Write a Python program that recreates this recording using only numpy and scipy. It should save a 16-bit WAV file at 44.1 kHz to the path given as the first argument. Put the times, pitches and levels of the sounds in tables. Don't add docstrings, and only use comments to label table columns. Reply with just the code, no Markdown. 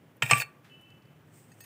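import sys
import numpy as np
from scipy import signal
from scipy.fft import rfft, irfft
from scipy.io import wavfile

SR = 44100
rng = np.random.default_rng(int(sys.argv[2]) if len(sys.argv) > 2 else 0)


def master(y):
    cut = np.clip(np.atleast_2d(y).T, -1, 1)
    pcm = np.round(cut * 32767)
    wavfile.write(sys.argv[1], SR, pcm.astype(np.int16))


N = 72765
T = np.arange(N) / SR
RING_T = T[:SR // 2]

# [f/Hz, relative level per Hz/dB]
FLOOR_COLOUR = [(30, -23.5), (50, -21.5), (110, 0.5), (150, 2), (200, -6.5), (270, -7), (400, -11.5),
                (800, -18), (2000, -23), (3000, -26.5), (4200, -36.5), (12000, -40), (15500, -34)]
# [f/Hz, time to fall 60 dB/s]
ROOM_T60 = [(150, 0.28), (1000, 0.52), (2500, 0.29), (5000, 0.19), (9000, 0.21), (15000, 0.23)]
# [f/Hz, relative level per Hz/dB]
SLIDE_PATH = [(1.25, -84), (1.32, -73.5), (1.345, -60), (1.385, -59), (1.48, -68.5), (1.57, -67),
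              (1.65, -60.5)]
SLIDE_COLOUR = [(1000, -6), (2000, 3.5), (4000, -5.5), (7000, 2.5), (8300, 11.5), (10500, -5.5),
                (12500, -6), (15200, 5.5)]
# [t/s, level/dB, centre f/Hz, half width at -6 dB/octaves, t60/s]
NOISE_BURSTS = [(0.168, -57, 15100, 0.46, .025), (0.645, -59.5, 1720, 0.86, 0.39),
                (.811, -65, 11500, 0.99, 0.095), (.903, -62.5, 4900, 0.71, 0.024),
                (1.023, -64, 4630, 0.16, 0.015), (1.054, -67, 4587, 0.12, 0.02),
                (1.6048, -52.5, 4070, 2.6, 0.05), (1.64, -56, 2015, 1.1, 0.1)]
# [t/s, level/dB, brightness/0-1, free ringing/0-1]
CLINKS = [(1.518, -54, .4, 0.25), (1.6066, -53.5, 0.99, 1)]
# [f/Hz, level/dB, t60/s]
CLINK_MODES = [(1841, -2.5, 0.22), (2620, -5, 0.226), (4370, -10.5, 0.28), (4855, -9, 0.28),
               (6520, -2.5, 0.24), (8180, 4.5, 0.049), (11440, 1.5, 0.09), (14970, 11, 0.051)]
# [t/s, f/Hz, level/dB]
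SQUEAK_PATH = [(1.637, 9500, -64), (1.641, 9200, -58.5), (1.65, 9200, -68)]
# [t/s, upper partial level/dB, lower partial level/dB]
SING_PATH = [(.698, -63.5, -68), (.745, -56, -63.5), (.773, -63.5, -64), (.795, -62.5, -70.5),
             (.932, -66, -66), (.99, -72, -78.5), (1.136, -79, -75), (1.2, -85, -91)]
# [f/Hz, level/dB, t60/s]
THUMPS = [(0.226, -27.5), (0.318, -21.5), (.385, -52)]
TABLE_MODES = [(122, 2, 0.2), (135, 1.5, 0.2), (238.6, -8, .12)]
# [t/s, grating level/dB, treble hiss level/dB]
DRAG_PATH = [(.219, -69.5, -63.5), (.226, -30.5, -35), (.25, -40.5, -49.5), (.28, -41, -48),
             (.305, -30, -37.5), (.325, -33, -42.5), (.372, -31.5, -41), (.405, -40.5, -30.5),
             (.423, -29, -42.5), (.438, -61, -51)]
# [f/Hz, relative level per Hz/dB]
GRATE_COLOUR = [(150, -24), (450, -12), (1300, -7), (1850, -2), (2100, -8.5), (2400, 3), (2800, -5.5),
                (3400, -11), (7600, -22.5), (8300, -7), (9000, -29), (15500, -36)]
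HISS_COLOUR = [(1500, -20), (4000, -6.5), (8300, 1), (9700, -1), (11200, -7.5), (12600, -1.5), (15200, 2)]
# [t/s, f/Hz, level/dB]
SQUEAL_PATH = [(.395, 4790, -60), (.41, 4510, -41), (.424, 4375, -42), (.445, 4420, -57.5),
               (.52, 4310, -90)]
# [t/s, clack level/dB, clack tilt/dB per octave, clack t60/s, pot ring/dB, strainer ring/dB]
KNOCKS = [(0.2216, -19, -1, 0.049, -34, -59), (0.2237, -19.5, -5, 0.041, -30, -57),
          (0.2312, -27, 2.5, 0.022, -43.5, -60), (0.265, -35, 0, 0.015, -47, -69.5),
          (0.2992, -28.5, -2.5, 0.036, -32.5, -54), (0.3107, -9.5, 1, 0.05, -28.5, -19),
          (0.3162, -25.5, 0, 0.022, -38, -44.5), (0.3272, -23, -2, 0.014, -46.5, -42.5),
          (0.3329, -17.5, 0, 0.026, -33.5, -38), (0.3621, -29.5, -4.5, 0.0235, -47, -53),
          (0.402, -32.5, 4, 0.015, -39, -42.5)]
# [t/s, level/dB]
PINGS = [(0.2239, -10.5), (0.2634, -28), (0.311, -14), (0.3155, -14.5), (0.3334, -8.5), (0.4012, -18)]
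# [f/Hz, level/dB, t60/s]
POT_MODES = [(925, -9.5, 0.051), (1409, -13, 0.1), (1676, -5, 0.086), (1844, 3, 0.08), (2455, 3, 0.045),
             (2717, -4, 0.13), (3075, -12.5, 0.1), (3743, -15.5, 0.13), (5540, -15.5, 0.054),
             (7390, -11.5, 0.055)]
STRAINER_MODES = [(470.2, -9, 0.095), (655, -8, .09), (792, -11.5, 0.13), (2210, -9.5, 0.15),
                  (2340, -5.5, 0.16), (2424, -9.5, 0.18), (2659, -8, 0.19), (2745, -11, 0.19),
                  (4300, -17, .08), (5246, -9.5, 0.049), (8334, -9, 0.21)]
# [f/Hz, relative level per Hz/dB]
CLACK_COLOUR = [(100, -34), (330, -14.5), (500, -9), (1100, -8.5), (1500, -7), (2600, 1.5), (3100, -2),
                (3500, -17.5), (6000, -16.5), (8300, -15.5), (9500, -31), (15500, -31.5)]

FLOOR_DB = -57.5
HUM_HZ, HUM_DB, HUM_PEAK_S, HUM_SWELL_S = 155, -61.5, 1.224, 0.18
ROOM_DB, ROOM_RISE_S = -21, 0.0045
CLINK_TOP_HZ = 19300
SQUEAK_TOP_DB = 3.5
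SING_UPPER_HZ, SING_LOWER_HZ = 2995, 2648
SING_WAVER_DB, SING_WAVER_SHARE = 2.5, 0.00478
TABLE_RISE_S = 0.011
BODY_DB, BODY_WIDTH_HZ = 8.5, 53
RIPPLE_DB, RIPPLE_HZ = 4, 100.1
SLIPS_PER_S, GRATE_DB, JUDDER_DB, JUDDER_S = 8000, -3.5, 3.5, 0.0055
CATCHES_PER_S, CATCH_UNEVEN_DB, CATCH_RING_DB, CATCH_CLICK_DB = 170, 4.5, -3.5, -6.5
HELD_SHARE, SQUEAL_WAVER = 0.55, 0.0042
KNOCK_RISE_S = 0.0005
PING_HZ, PING_RISE_S = 2472, 0.001
HANDLE_HZ, HANDLE_DB, HANDLE_T60, HANDLE_BEAT_HZ = 1164.2, 0, 0.3, 4.1
LOW_CUT_HZ, EDGE_HZ = 92, 15600


def amp(db):
    return 10 ** (np.asarray(db) / 20)


def evened(x):
    return x / np.sqrt(np.mean(x ** 2) + 1e-20)


def read(points, hz):
    f, value = np.transpose(points)
    return np.interp(np.log(hz + 1), np.log(f + 1), value)


def curve(rows, index=1):
    rows = np.array(rows)
    return np.interp(T, rows[:, 0], rows[:, index])


def within(rows):
    return (T > rows[0][0]) & (T < rows[-1][0])


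def add(mix, s, sound):
    part = mix[max(round(s * SR), 0):][:len(sound)]
    part += sound[:len(part)]


def coloured(x, db_at):
    hz = np.fft.rfftfreq(len(x), 1 / SR) + 1
    return evened(irfft(rfft(x) * amp(db_at(hz)), len(x)))


def wander(seconds):
    return coloured(rng.standard_normal(N), lambda hz: -20 * np.log10(1 + (hz * seconds) ** 4))


def decay(t60):
    return np.exp(-np.log(1000) * RING_T / t60)


def burst(db_at, t60, size=512):
    phases = 2 * np.pi * rng.random((len(RING_T) // size + 1, size // 2 + 1))
    noise = irfft(np.exp(1j * phases)).ravel()[:len(RING_T)]
    return coloured(noise, db_at) * decay(t60)


def ring(modes):
    return sum(amp(db) * decay(t60) * np.sin(2 * np.pi * hz * RING_T) for hz, db, t60 in modes)


def tone(hz):
    return np.sqrt(2) * np.sin(2 * np.pi * np.cumsum(hz) / SR)


def body(modes, hz):
    return np.max([1 / (1 + ((hz - mode[0]) / BODY_WIDTH_HZ) ** 2) for mode in modes], axis=0)


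def ripple():
    hz = np.arange(3000, SR / 2, RIPPLE_HZ)
    db = RIPPLE_DB * rng.standard_normal(len(hz))
    db[0] = 0
    return np.c_[hz, db]


def floor():
    swell = np.exp(-((T - HUM_PEAK_S) / HUM_SWELL_S) ** 2)
    hum = amp(HUM_DB) * tone(np.full(N, HUM_HZ)) * swell
    rumble = coloured(rng.standard_normal(N), lambda hz: read(FLOOR_COLOUR, hz))
    return hum + rumble * amp(FLOOR_DB + 0.7 * wander(0.023))


def room(x):
    hz, t, z = signal.stft(rng.standard_normal(len(RING_T)), SR, nperseg=256)
    fading = z * np.exp(-np.log(1000) * t / read(ROOM_T60, hz)[:, None])
    tail = signal.istft(fading, SR)[1][:len(RING_T)]
    tail = tail * np.minimum(RING_T / ROOM_RISE_S, 1)
    return signal.fftconvolve(x, tail / np.linalg.norm(tail))[:N]


def slide():
    noise = coloured(rng.standard_normal(N), lambda hz: read(SLIDE_COLOUR, hz))
    return noise * amp(curve(SLIDE_PATH) + wander(0.013)) * within(SLIDE_PATH)


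def noise_bursts():
    out = np.zeros(N)
    for s, db, centre_hz, octaves, t60 in NOISE_BURSTS:
        def colour(hz):
            return -20 * np.log10(1 + (np.log2(hz / centre_hz) / octaves) ** 2)
        add(out, s, amp(db) * burst(colour, t60))
    return out


def clinks():
    out = np.zeros(N)
    for s, db, bright, free in CLINKS:
        modes = []
        for hz, level, t60 in CLINK_MODES:
            treble_loss = 20 * np.log10(1 + (hz / (bright * CLINK_TOP_HZ)) ** 4)
            modes.append((hz, level - treble_loss, t60 * free))
        add(out, s, amp(db) * ring(modes))
    return out


def squeak():
    hz = curve(SQUEAK_PATH)
    partials = tone(hz) + amp(SQUEAK_TOP_DB) * tone(hz * 1.45)
    return partials * amp(curve(SQUEAK_PATH, index=2)) * within(SQUEAK_PATH)


def sing():
    out = np.zeros(N)
    for index, hz in [(1, SING_UPPER_HZ), (2, SING_LOWER_HZ)]:
        level = amp(curve(SING_PATH, index) + SING_WAVER_DB * wander(0.015))
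        out += level * tone(hz * (1 + SING_WAVER_SHARE * wander(0.02)))
    return out * within(SING_PATH)


def table():
    out = np.zeros(N)
    thump = ring(TABLE_MODES) * (1 - np.exp(-(RING_T / TABLE_RISE_S) ** 2))
    for s, db in THUMPS:
        add(out, s, amp(db) * thump)
    return out


def squeal():
    hz = curve(SQUEAL_PATH) * (1 + SQUEAL_WAVER * wander(JUDDER_S))
    return tone(hz) * amp(curve(SQUEAL_PATH, index=2)) * within(SQUEAL_PATH)


def drag(upper):
    steel = POT_MODES + STRAINER_MODES
    slips = (rng.random(N) < SLIPS_PER_S / SR) * rng.standard_normal(N)
    judder = amp(JUDDER_DB * wander(JUDDER_S))

    catch_rate = CATCHES_PER_S * amp(CATCH_UNEVEN_DB * wander(JUDDER_S))
    catches = evened(np.diff(np.floor(np.cumsum(catch_rate) / SR), prepend=0))
    clicks = amp(CATCH_CLICK_DB) * catches * rng.uniform(0.68, 1, N)

    def grate_colour(hz):
        return read(GRATE_COLOUR, hz) + BODY_DB * body(steel, hz) + read(upper, hz)

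    def hiss_colour(hz):
        return read(HISS_COLOUR, hz) + read(upper, hz)

    grate = coloured(evened(slips * judder) + clicks, grate_colour)
    hiss = coloured(evened(rng.standard_normal(N) * np.sqrt(judder)) + clicks, hiss_colour)

    touching = within(DRAG_PATH)
    force = touching * amp(curve(DRAG_PATH))
    hiss_level = touching * amp(curve(DRAG_PATH, index=2))
    modes = [ring([(hz, read(GRATE_COLOUR, hz), t60 * HELD_SHARE)]) for hz, _, t60 in steel]
    ringing = sum(signal.fftconvolve(force * catches * rng.standard_normal(N), mode)[:N] for mode in modes)
    ringing = ringing / np.linalg.norm(modes)
    return amp(GRATE_DB) * grate * force + amp(CATCH_RING_DB) * ringing + hiss * hiss_level


def pings():
    out = np.zeros(N)
    u = RING_T / PING_RISE_S
    ping = u * np.exp(1 - u) * np.sin(2 * np.pi * PING_HZ * RING_T)
    for s, db in PINGS:
        add(out, s, amp(db) * ping)
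    return out


def knocks(upper):
    out = np.zeros(N)
    handle = ring([(HANDLE_HZ, HANDLE_DB, HANDLE_T60)]) * np.cos(np.pi * HANDLE_BEAT_HZ * RING_T)
    pot = ring(POT_MODES)
    strainer = ring(STRAINER_MODES) + handle
    rise = np.minimum(RING_T / KNOCK_RISE_S, 1)
    for s, db, tilt, t60, pot_db, strainer_db in KNOCKS:
        struck = STRAINER_MODES if strainer_db > pot_db else POT_MODES

        def colour(hz):
            tilt_db = tilt * np.log2(np.clip(hz / 2000, 1, 4))
            return read(CLACK_COLOUR, hz) + BODY_DB * body(struck, hz) + read(upper, hz) + tilt_db

        clack = amp(db) * burst(colour, t60)
        add(out, s, (clack + amp(pot_db) * pot + amp(strainer_db) * strainer) * rise)
    return out


def scene():
    upper = ripple()
    handling = slide() + noise_bursts() + clinks() + squeak()
    near = handling + sing() + table() + squeal() + drag(upper) + pings() + knocks(upper)
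    return (floor() + amp(ROOM_DB) * room(near) + near)[None]


def record(dry):
    low_cut = signal.butter(2, LOW_CUT_HZ, "high", fs=SR, output="sos")
    thinned = signal.sosfilt(low_cut, dry)
    band_limit = signal.firwin(801, EDGE_HZ, window=("kaiser", 8), fs=SR)
    return signal.oaconvolve(thinned, band_limit[None], "same")


dry = scene()
out = record(dry)
master(out)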